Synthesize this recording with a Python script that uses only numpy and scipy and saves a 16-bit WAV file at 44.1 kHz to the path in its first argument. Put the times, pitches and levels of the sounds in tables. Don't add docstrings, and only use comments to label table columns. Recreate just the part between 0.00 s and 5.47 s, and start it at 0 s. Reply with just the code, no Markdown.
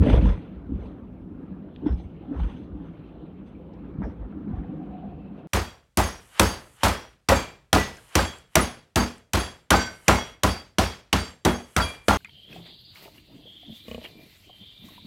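import sys
import numpy as np
from scipy import signal
from scipy.io import wavfile

SR = 44100
rng = np.random.default_rng(int(sys.argv[2]) if len(sys.argv) > 2 else 0)


def unload_wav(signal):
    wavfile.write(
        sys.argv[1],
        SR,
        np.round(np.clip(np.atleast_2d(signal).T, -1, 1) * 32767).astype(np.int16),
    )


N = 241336

# start_s, floor_boom_db, panel_rumble_db
BODY_ROLLING = [(0, -29, -21), (.4, -46.5, -40.5), (.6, -46, -42), (.9, -48.5, -41.5), (1.2, -45, -43),
                (1.55, -50.5, -39.5), (1.75, -48.5, -45), (2.2, -46.5, -43), (2.6, -45, -41.5),
                (2.8, -45.5, -38.5), (2.98, -46.5, -44.5), (3.23, -49, -42), (3.7, -48.5, -45),
                (3.9, -47, -38.5), (4.2, -52, -44), (4.5, -44.5, -37), (4.87, -47, -37.5), (5.2, -44, -43),
                (5.47, -51.5, -43)]
# start_s, low_roar_db, high_roar_db, grinding_db, grinding_centre_hz
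WHEELS_ON_RAIL = [(0.0, -47, -49, -61, 2470), (0.03, -39, -58, -47.5, 2620), (0.18, -42.5, -62, -55, 2630),
                  (0.33, -60.5, -75, -60, 2330), (0.47, -52, -62.5, -66, 2490), (0.68, -54, -64, -74, 2370),
                  (0.84, -48.5, -60, -71, 2680), (1.05, -54.5, -64.5, -74, 2437),
                  (1.25, -54.5, -70.5, -75, 2580), (1.42, -54, -61, -73, 2330),
                  (1.69, -54.5, -67.5, -74, 2700), (1.74, -55, -66, -70.5, 3110),
                  (1.9, -48.5, -62, -72, 2684), (2.03, -54, -70.5, -76, 3184),
                  (2.16, -54.5, -67.5, -66, 2525), (2.33, -55.5, -61, -71.5, 3140),
                  (2.36, -46, -54, -75, 2466), (2.48, -57.5, -67, -64, 2960),
                  (2.65, -52.5, -62, -71.5, 3110), (3.03, -54, -64.5, -69, 2530),
                  (3.23, -53, -66, -68.5, 3170), (3.35, -55.5, -65.5, -71.5, 2460),
                  (3.7, -52.5, -67.5, -71.5, 2650), (3.93, -54.5, -62.5, -70, 2310),
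                  (4.26, -50.5, -63, -73, 2500), (4.51, -54.5, -62, -71, 2304),
                  (4.65, -52, -59.5, -70, 2444), (4.87, -53, -62.5, -69, 2606),
                  (5.1, -52.5, -64, -68.5, 2560), (5.47, -52, -64, -71, 2560)]
# pitch_hz, half_width_hz, level_db (relative)
# Each of the two filter passes is twice half_width_hz wide.
FLOOR_RESONANCES = [(51.4, 23, 4), (62, 4.6, -15.5), (88.4, 32, 0.5), (107, 60, -9.5)]
PANEL_RESONANCES = [(162, 16.8, 1.5), (192.9, 19.6, 3.5), (250.1, 5.9, -1), (287.3, 39, 2.5),
                    (357, 46, -9.5), (403, 18, -18), (500, 17, -17.5)]
# (relative, per Hz)
LOW_ROAR_COLOUR = [(300, -2.5), (400, -1), (500, -2.5), (630, -7.5), (800, -9), (1000, -16.5), (1250, -31)]
HIGH_ROAR_COLOUR = [(800, -9), (1000, 0), (1250, 0.5), (1500, -4.5), (1750, -8.5), (2000, -15),
                    (2600, -28.5)]
GRINDING_COLOUR = [(1200, -31), (1700, -3), (2100, 0), (2500, -3), (3200, -3), (3800, -4.5), (4300, -10.5),
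                   (4800, -23), (5500, -31), (7000, -53.5)]
GRINDING_PEAK_DB, GRINDING_PEAK_OCTAVES = 8, 0.34

# start_s, peak_db (before the treble cut), pitch_hz, length_s
FLOOR_THUDS = [(0, -9, 78, 0.031), (0.067, -16.5, 52, 0.083), (0.124, -6, 62, 0.016),
               (0.152, -7, 53.4, 0.04), (0.224, -9.5, 56.8, 0.066), (0.248, -11, 52.5, 0.076),
               (0.306, -25.5, 55, 0.048), (0.553, -33.5, 62, 0.049), (0.728, -18, 62, 0.033),
               (0.781, -34, 51, 0.067), (0.847, -36.5, 60, 0.06), (0.861, -39, 62, 0.086),
               (1.832, -34, 73.6, 0.023), (1.892, -20.5, 50.2, 0.038), (1.902, -16, 58.9, 0.05),
               (1.952, -42, 58.8, 0.028), (2.044, -31.5, 76, 0.026), (2.36, -26, 67.2, 0.085),
               (2.397, -18, 50, 0.076), (2.73, -39.5, 58.6, 0.058), (3.978, -30, 88, 0.018),
               (4.025, -26.5, 56, 0.042), (4.085, -30, 55.4, 0.02), (4.185, -27.5, 51.7, 0.081),
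               (4.328, -38.5, 73, 0.059), (4.527, -24, 62.5, 0.02), (4.572, -22, 51.4, 0.025)]
THUD_CUT_HZ = 400
# start_s, peak_db, pitch_hz, fade_s (time to fall 60 dB)
FRAME_KNOCKS = [(0.023, -17, 191, 0.046), (0.067, -16.5, 267, 0.06), (.086, -16, 230, 0.029),
                (0.1, -15.5, 281, 0.07), (0.141, -17.5, 191, 0.035), (0.222, -17, 186, 0.28),
                (0.239, -16, 232, 0.078), (0.688, -31, 285, 0.14), (0.719, -20, 258, 0.037),
                (1.305, -31, 193, 0.074), (1.511, -33.5, 184, 0.23), (1.822, -30, 280, 0.068),
                (1.834, -24, 290, 0.034), (1.849, -24, 300, .06), (1.861, -14.5, 301, 0.051),
                (1.889, -33, 394, 0.084), (1.92, -27, 176, 0.16), (2.28, -32.5, 283.3, 0.22),
                (2.309, -24.5, 279, 0.14), (2.391, -30.5, 162.3, 0.32), (2.438, -33, 230, 0.042),
                (2.544, -33.5, 167, 0.083), (2.597, -37, 311, 0.066), (2.744, -32.5, 297.7, 0.22),
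                (2.814, -37, 190, 0.075), (3.23, -34.5, 308.5, 0.094), (3.761, -37.5, 179, 0.19),
                (3.984, -27, 153, 0.095), (4.007, -21.5, 192, 0.08), (4.017, -28.5, 280, 0.023),
                (4.05, -44, 322, 0.038), (4.06, -27.5, 204, 0.049), (4.078, -30, 263, .05),
                (4.37, -30.5, 303, 0.091), (4.476, -21.5, 202, 0.064), (4.51, -27.5, 243, 0.062),
                (4.616, -34, 178, 0.11), (4.691, -27, 188, 0.1), (4.766, -33.5, 305, 0.23),
                (5.03, -34.5, 202.5, 0.23), (5.308, -31, 202, 0.14)]
BOOM_UNDER_DB, BOOM_RISE_S, BOOM_FALL_S = -12.5, 0.11, 0.11
PANEL_UNDER_DB, PANEL_RISE_S, PANEL_FALL_S = -13.5, 0.041, 0.11

# peak_s, seats_and_doors_db, hand_rails_db, panes_and_treble_db, rise_s, fall_s (20 dB)
LOOSE_RATTLES = [(0.024, -41, -40.5, -51, 0.023, 0.07), (0.065, -27.5, -43, -47.5, 0.059, 0.18),
                 (.043, -38, -46, -52, .03, 0.054), (.103, -26.5, -36, -44, 0.07, 0.12),
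                 (0.14, -31, -32, -45, 0.039, 0.056), (0.187, -28, -44, -45.5, 0.047, 0.02),
                 (0.258, -38.5, -52, -49, 0.099, 0.16), (0.304, -39, -39.5, -52.5, 0.18, 0.061),
                 (.37, -51, -51, -74, .06, 0.12), (.755, -53, -70, -77, 0.059, 0.14),
                 (.845, -62, -67.5, -65, 0.2, 0.18), (1.87, -51, -48.5, -59, 0.027, 0.092),
                 (1.897, -44, -60, -68, 0.042, 0.06), (1.925, -57, -65, -63.5, .03, 0.065),
                 (1.99, -64, -78, -61.5, 0.11, 0.13), (2.049, -68, -71, -67, 0.096, 0.044),
                 (2.33, -49, -58, -73, 0.05, 0.066), (2.344, -42, -55, -67, 0.043, 0.037),
                 (2.375, -56, -51, -65, 0.053, .06), (2.4, -57, -47.5, -57.5, 0.057, 0.15),
                 (2.445, -50, -50, -57, 0.063, 0.12), (2.505, -61, -58.5, -59, 0.04, 0.15),
                 (2.57, -54, -81, -66.5, .06, 0.17), (2.86, -63, -59, -68, 0.049, 0.093),
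                 (3.48, -66, -80, -63.5, 0.047, 0.063), (4.028, -41.5, -48.5, -64.5, 0.03, 0.077),
                 (4.051, -47.5, -55, -67.5, 0.052, 0.17), (4.11, -65, -56, -77, 0.051, .05),
                 (4.23, -55.5, -58, -83, 0.063, .08), (4.319, -61, -64, -79, 0.09, 0.037),
                 (4.58, -60, -57.5, -72, 0.29, 0.13), (4.75, -51, -71, -74.5, 0.056, 0.2),
                 (5.392, -47.5, -63, -68.5, 0.038, 0.051)]
# (relative, per Hz)
FITTINGS_COLOUR = [(300, -14), (420, 6.5), (520, 7.5), (700, -4), (900, -12), (1200, -27.5)]
RAILS_COLOUR = [(700, -7), (900, 2.5), (1200, -8), (1500, -3.5), (1900, -9.5), (2300, -20.5), (2800, -33.5)]
# (relative, per Hz)
PANES_AND_TREBLE_COLOUR = [(1500, -21), (1900, -5.5), (2300, -2.5), (2700, -4.5), (3200, -2.5), (3700, -7),
                           (4200, -16), (4800, -19.5), (5500, -23.5), (6400, -27), (7000, -39.5),
                           (8500, -34), (10500, -31), (13000, -41), (16000, -44.5)]
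# pitch_hz, half_width_hz (as for the floor), level_db (relative)
RINGS_AND_TREBLE = [(3420, 120, -10.5), (6150, 160, -19), (8560, 990, -21.5)]

# start_s, peak_db, pitch_hz, width_hz, fade_s (time for the noise to fall 60 dB)
SHARP_TICKS = [(0.022, -39, 1190, 1190, 0.033), (.063, -22, 606, 260, 0.034), (0.074, -41, 1480, 400, .04),
               (0.1, -27, 1200, 990, 0.043), (.186, -29.5, 600, 400, .04), (.03, -36, 2000, 1500, 0.035),
               (.22, -44, 2500, 2500, .04), (.29, -40, 2280, 2500, 0.055), (0.137, -35, 1520, 500, 0.036),
               (0.139, -14, 464, 200, 0.045), (.172, -24, 520, 247, .04), (0.255, -29, 900, 300, 0.044),
               (.066, -42, 2500, 1500, .04), (.1, -36, 3000, 1990, .04), (.143, -42, 3300, 2400, .04),
               (.28, -56.5, 5150, 400, .25), (.354, -42, 1100, 690, 0.045),
               (1.7615, -42, 3240, 1100, 0.012), (1.7615, -47.5, 2120, 1105, 0.013),
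               (1.861, -32.5, 805, 295, 0.095), (1.865, -55, 3270, 400, 0.054),
               (1.866, -59, 5300, 500, 0.74), (1.89, -35.5, 826, 400, 0.041), (1.995, -45.5, 780, 99, .08),
               (2.126, -60, 900, 600, 0.033), (2.228, -45.5, 780, 91, 0.52), (2.349, -38, 720, 202, 0.066),
               (2.398, -34.5, 890, 500, 0.052), (2.327, -47, 1300, 600, .05), (2.346, -45, 1400, 600, .05),
               (2.398, -43, 1480, 500, 0.047), (2.398, -59, 3200, 1800, 0.034),
               (2.443, -59, 3200, 1400, .06), (2.499, -52, 3020, 700, 0.055), (2.565, -55, 3100, 600, .08),
               (2.495, -42.5, 920, 296, 0.089), (3.469, -64, 2400, 500, .1), (3.55, -58.5, 2430, 300, 0.14),
               (3.735, -60, 3700, 3020, 0.04), (3.845, -52, 1500, 800, 0.062), (4.02, -49, 1700, 1000, .06),
               (4.047, -42.5, 1410, 890, .05), (4.11, -50, 1200, 1200, 0.045),
               (4.0189, -32, 785, 387, 0.044), (4.036, -62, 5380, 900, 0.31),
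               (4.052, -31.5, 560, 302, 0.07), (4.065, -35, 524, 256, 0.1), (4.325, -49, 1405, 400, 0.067),
               (4.635, -51.5, 1800, 600, 0.043), (4.643, -43, 765, 140, 0.04), (4.735, -37, 476, 91, 0.1),
               (4.811, -42, 724, 100, 0.037)]
CONTACT_OVER_NOISE = 1.2

# peak_s, low_ring_db, high_ring_db, low_ring_hz
WHEEL_SONG = [(4.33, -58.5, -87, 760), (4.55, -51, -82, 754), (4.6, -54, -84, 765),
              (4.689, -50.5, -74, 760), (4.821, -47, -80, 745), (4.95, -45, -70, 728), (5.0, -58, -84, 731),
              (5.051, -43.5, -82, 722), (5.121, -49.5, -78, 715), (5.21, -55, -68, 730),
              (5.28, -60, -71.5, 740), (5.41, -54, -71, 720)]
SING_RISE_S, SING_FALL_S = 0.075, 0.089
SING_LOW_WIDTH_HZ, SING_HIGH_HZ, SING_HIGH_WIDTH_HZ = 90, 2620, 170

# (relative, per Hz)
HISS_COLOUR = [(3500, -6), (5000, -3.5), (7000, -10), (10000, -10.5), (13000, -6), (16000, -8.5)]
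HISS_DB = -88
PEAK_TOP = .85
CUTOFF_HZ = 15500


def rolling():
    boom_db, panel_db = in_time(BODY_ROLLING)
    roar_db, high_db, grind_db, grind_hz = in_time(WHEELS_ON_RAIL)
    thud_s, thud_db, _, length = np.transpose(FLOOR_THUDS)
    knock_s, knock_db, *_ = np.transpose(FRAME_KNOCKS)
    thud_boom = swells(thud_s + length / 2, thud_db + BOOM_UNDER_DB, BOOM_RISE_S, BOOM_FALL_S)
    knock_rumble = swells(knock_s, knock_db + PANEL_UNDER_DB, PANEL_RISE_S, PANEL_FALL_S)
    floor = np.hypot(from_db(boom_db), thud_boom) * rumble(FLOOR_RESONANCES, lumpy_db=1.0)
    panels = np.hypot(from_db(panel_db), knock_rumble) * rumble(PANEL_RESONANCES, lumpy_db=1.5)
    low_roar = from_db(roar_db) * coloured(LOW_ROAR_COLOUR, patchy_db=2.5)
    high_roar = from_db(high_db) * coloured(HIGH_ROAR_COLOUR, patchy_db=2.0)
    grains = from_db(0.9 * drift(60))
    grinding = coloured(GRINDING_COLOUR, patchy_db=2.0, grains=grains, peak_hz=grind_hz)
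    return floor + panels + low_roar + high_roar + from_db(grind_db) * grinding


def thuds():
    out = np.zeros(N)
    start_turns = rng.random((len(FLOOR_THUDS), 1))
    for (s, peak_db, hz, length), turn in zip(FLOOR_THUDS, start_turns):
        t = np.arange(round(length * SR)) / SR
        swell = np.sin(np.pi * t / t[-1]).clip(0) ** 0.53
        wave = np.sin(2 * np.pi * (hz * t + turn))
        out[round(s * SR):][:len(t)] += from_db(peak_db) * swell * wave
    return signal.sosfilt(signal.butter(2, THUD_CUT_HZ, fs=SR, output="sos"), out)


def knocks():
    out = np.zeros(N + SR // 2)
    t = np.arange(SR // 2) / SR
    start_turns = rng.random((len(FRAME_KNOCKS), 1))
    for (s, peak_db, hz, t60), turn in zip(FRAME_KNOCKS, start_turns):
        swell = (1 - np.exp(-t / 0.0022)) ** 2 * from_db(-60 * t / t60)
        wave = np.sin(2 * np.pi * (hz * t + turn))
        out[round(s * SR):][:len(t)] += from_db(peak_db) * swell / swell.max() * wave
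    return out[:N]


def clatter():
    s, fittings_db, rails_db, bright_db, rise, fall = np.transpose(LOOSE_RATTLES)
    contacts = from_db(2.3 * drift(90))
    fittings = coloured(FITTINGS_COLOUR, patchy_db=0.0, grains=contacts)
    rails = coloured(RAILS_COLOUR, patchy_db=4.0, grains=contacts)
    panes_and_treble = coloured(PANES_AND_TREBLE_COLOUR, patchy_db=3.5, grains=contacts)
    bright = panes_and_treble + from_db(-10.0) * rumble(RINGS_AND_TREBLE, lumpy_db=2.0)
    return (swells(s, fittings_db, rise, fall) * fittings
            + swells(s, rails_db, rise, fall) * rails
            + swells(s, bright_db, rise, fall) * bright)


def ticks():
    out = np.zeros(N + 4000)
    t = np.arange(4000) / SR
    noises = rng.standard_normal((len(SHARP_TICKS), len(t)))
    for (s, peak_db, hz, width, t60), noise in zip(SHARP_TICKS, noises):
        contact = CONTACT_OVER_NOISE * np.sqrt(SR / width) * (t == 0)
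        burst = noise * np.minimum(t / .001, 1) * from_db(-60 * t / t60)
        low = np.sqrt(hz ** 2 + width ** 2 / 4) - width / 2
        band = signal.butter(3, [low, low + width], "band", fs=SR, output="sos")
        tick = signal.sosfilt(band, contact + burst)
        out[round(s * SR):][:len(t)] += from_db(peak_db) * tick / np.abs(tick).max()
    return out[:N]


def singing_wheel():
    s, low_db, high_db, low_hz = np.transpose(WHEEL_SONG)
    low_curve = np.interp(np.arange(N) / SR, s, low_hz)
    rings = ((low_db, low_curve, SING_LOW_WIDTH_HZ),
             (high_db, np.full(N, SING_HIGH_HZ), SING_HIGH_WIDTH_HZ))
    out = 0
    for ring_db, hz, width in rings:
        turn = 2 * np.pi * np.cumsum(hz) / SR
        ring = drift(width / 2) * np.cos(turn) + drift(width / 2) * np.sin(turn)
        out = out + swells(s, ring_db, SING_RISE_S, SING_FALL_S) * rms_one(ring)
    return out


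def faint_hiss():
    return from_db(HISS_DB) * coloured(HISS_COLOUR, patchy_db=1.5)


def rumble(modes, lumpy_db):
    out = 0
    lead = SR // 10
    for hz, width, level_db in modes:
        lumps = np.pad(drift(15.0), (lead, 0))
        rough = rng.standard_normal(N + lead) * from_db(lumpy_db * lumps)
        once = resonance(rough, hz, width * 2)
        twice = resonance(once, hz, width * 2)
        out = out + from_db(level_db) * rms_one(twice[lead:])
    return rms_one(out)


def coloured(spectrum, patchy_db, grains=None, peak_hz=None):
    hz, level_db = np.transpose(spectrum)
    out = 0
    together = drift(9)
    edges = 300 * 2 ** np.arange(0, 5.9, 1 / 5)
    white = rng.standard_normal((2, N)) * (1 if grains is None else grains)
    for k, (low, high) in enumerate(zip(edges, edges[1:])):
        if high < hz[0] or low > hz[-1]:
            continue
        sos = signal.butter(3, [low, high], "band", fs=SR, output="sos")
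        band = signal.sosfilt(sos, white[k % 2])
        centre_db = np.interp(np.log(low * high) / 2, np.log(hz), level_db, -120, -120)
        if peak_hz is not None:
            octaves_off = np.log2(np.sqrt(low * high) / peak_hz)
            centre_db = centre_db + GRINDING_PEAK_DB * np.exp(-(octaves_off / GRINDING_PEAK_OCTAVES) ** 2)
        flicker_db = patchy_db * (.5 * together + drift(18))
        out = out + from_db(centre_db + flicker_db) * band
    return rms_one(out)


def swells(s, peak_db, rise_s, fall_s):
    late = np.arange(0, N + 32, 32) / SR - np.reshape(s, (-1, 1))
    rise, fall = np.reshape(rise_s, (-1, 1)), np.reshape(fall_s, (-1, 1))
    level_db = np.reshape(peak_db, (-1, 1)) - 20 * np.maximum(-late / rise, late / fall)
    gain = np.sqrt(np.sum(from_db(level_db) ** 2, axis=0))
    return np.interp(np.arange(N) / 32, np.arange(len(gain)), gain)


def resonance(x, hz, width):
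    r = np.exp(-np.pi * width / SR)
    top = [(1 - r * r) / 2, 0, (r * r - 1) / 2]
    return signal.lfilter(top, [1, -2 * r * np.cos(2 * np.pi * hz / SR), r * r], x)


def drift(rate):
    r = np.exp(-80 * np.pi * rate / SR)
    noise = rng.standard_normal(N // 40 + 2002)
    slow = signal.lfilter([1], [1, -2 * r, r * r], noise)[2000:]
    return np.interp(np.arange(N) / 40, np.arange(len(slow)), rms_one(slow))


def in_time(rows):
    s, *columns = np.transpose(rows)
    return [np.interp(np.arange(N) / SR, s, c) for c in columns]


def from_db(db):
    return 10 ** (np.asarray(db) / 20)


def rms_one(x):
    return x / np.sqrt(np.mean(x ** 2) + 1e-20)


def scene():
    joints = thuds() + knocks() + clatter()
    return (rolling() + joints + ticks() + singing_wheel() + faint_hiss())[None]


def record(dry):
    thin = signal.sosfilt(signal.butter(4, 44, "high", fs=SR, output="sos"), dry)
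    rounded = PEAK_TOP * np.tanh(thin / PEAK_TOP)
    return signal.sosfilt(signal.cheby2(12, 70, CUTOFF_HZ, fs=SR, output="sos"), rounded)


dry = scene()
out = record(dry)
unload_wav(out)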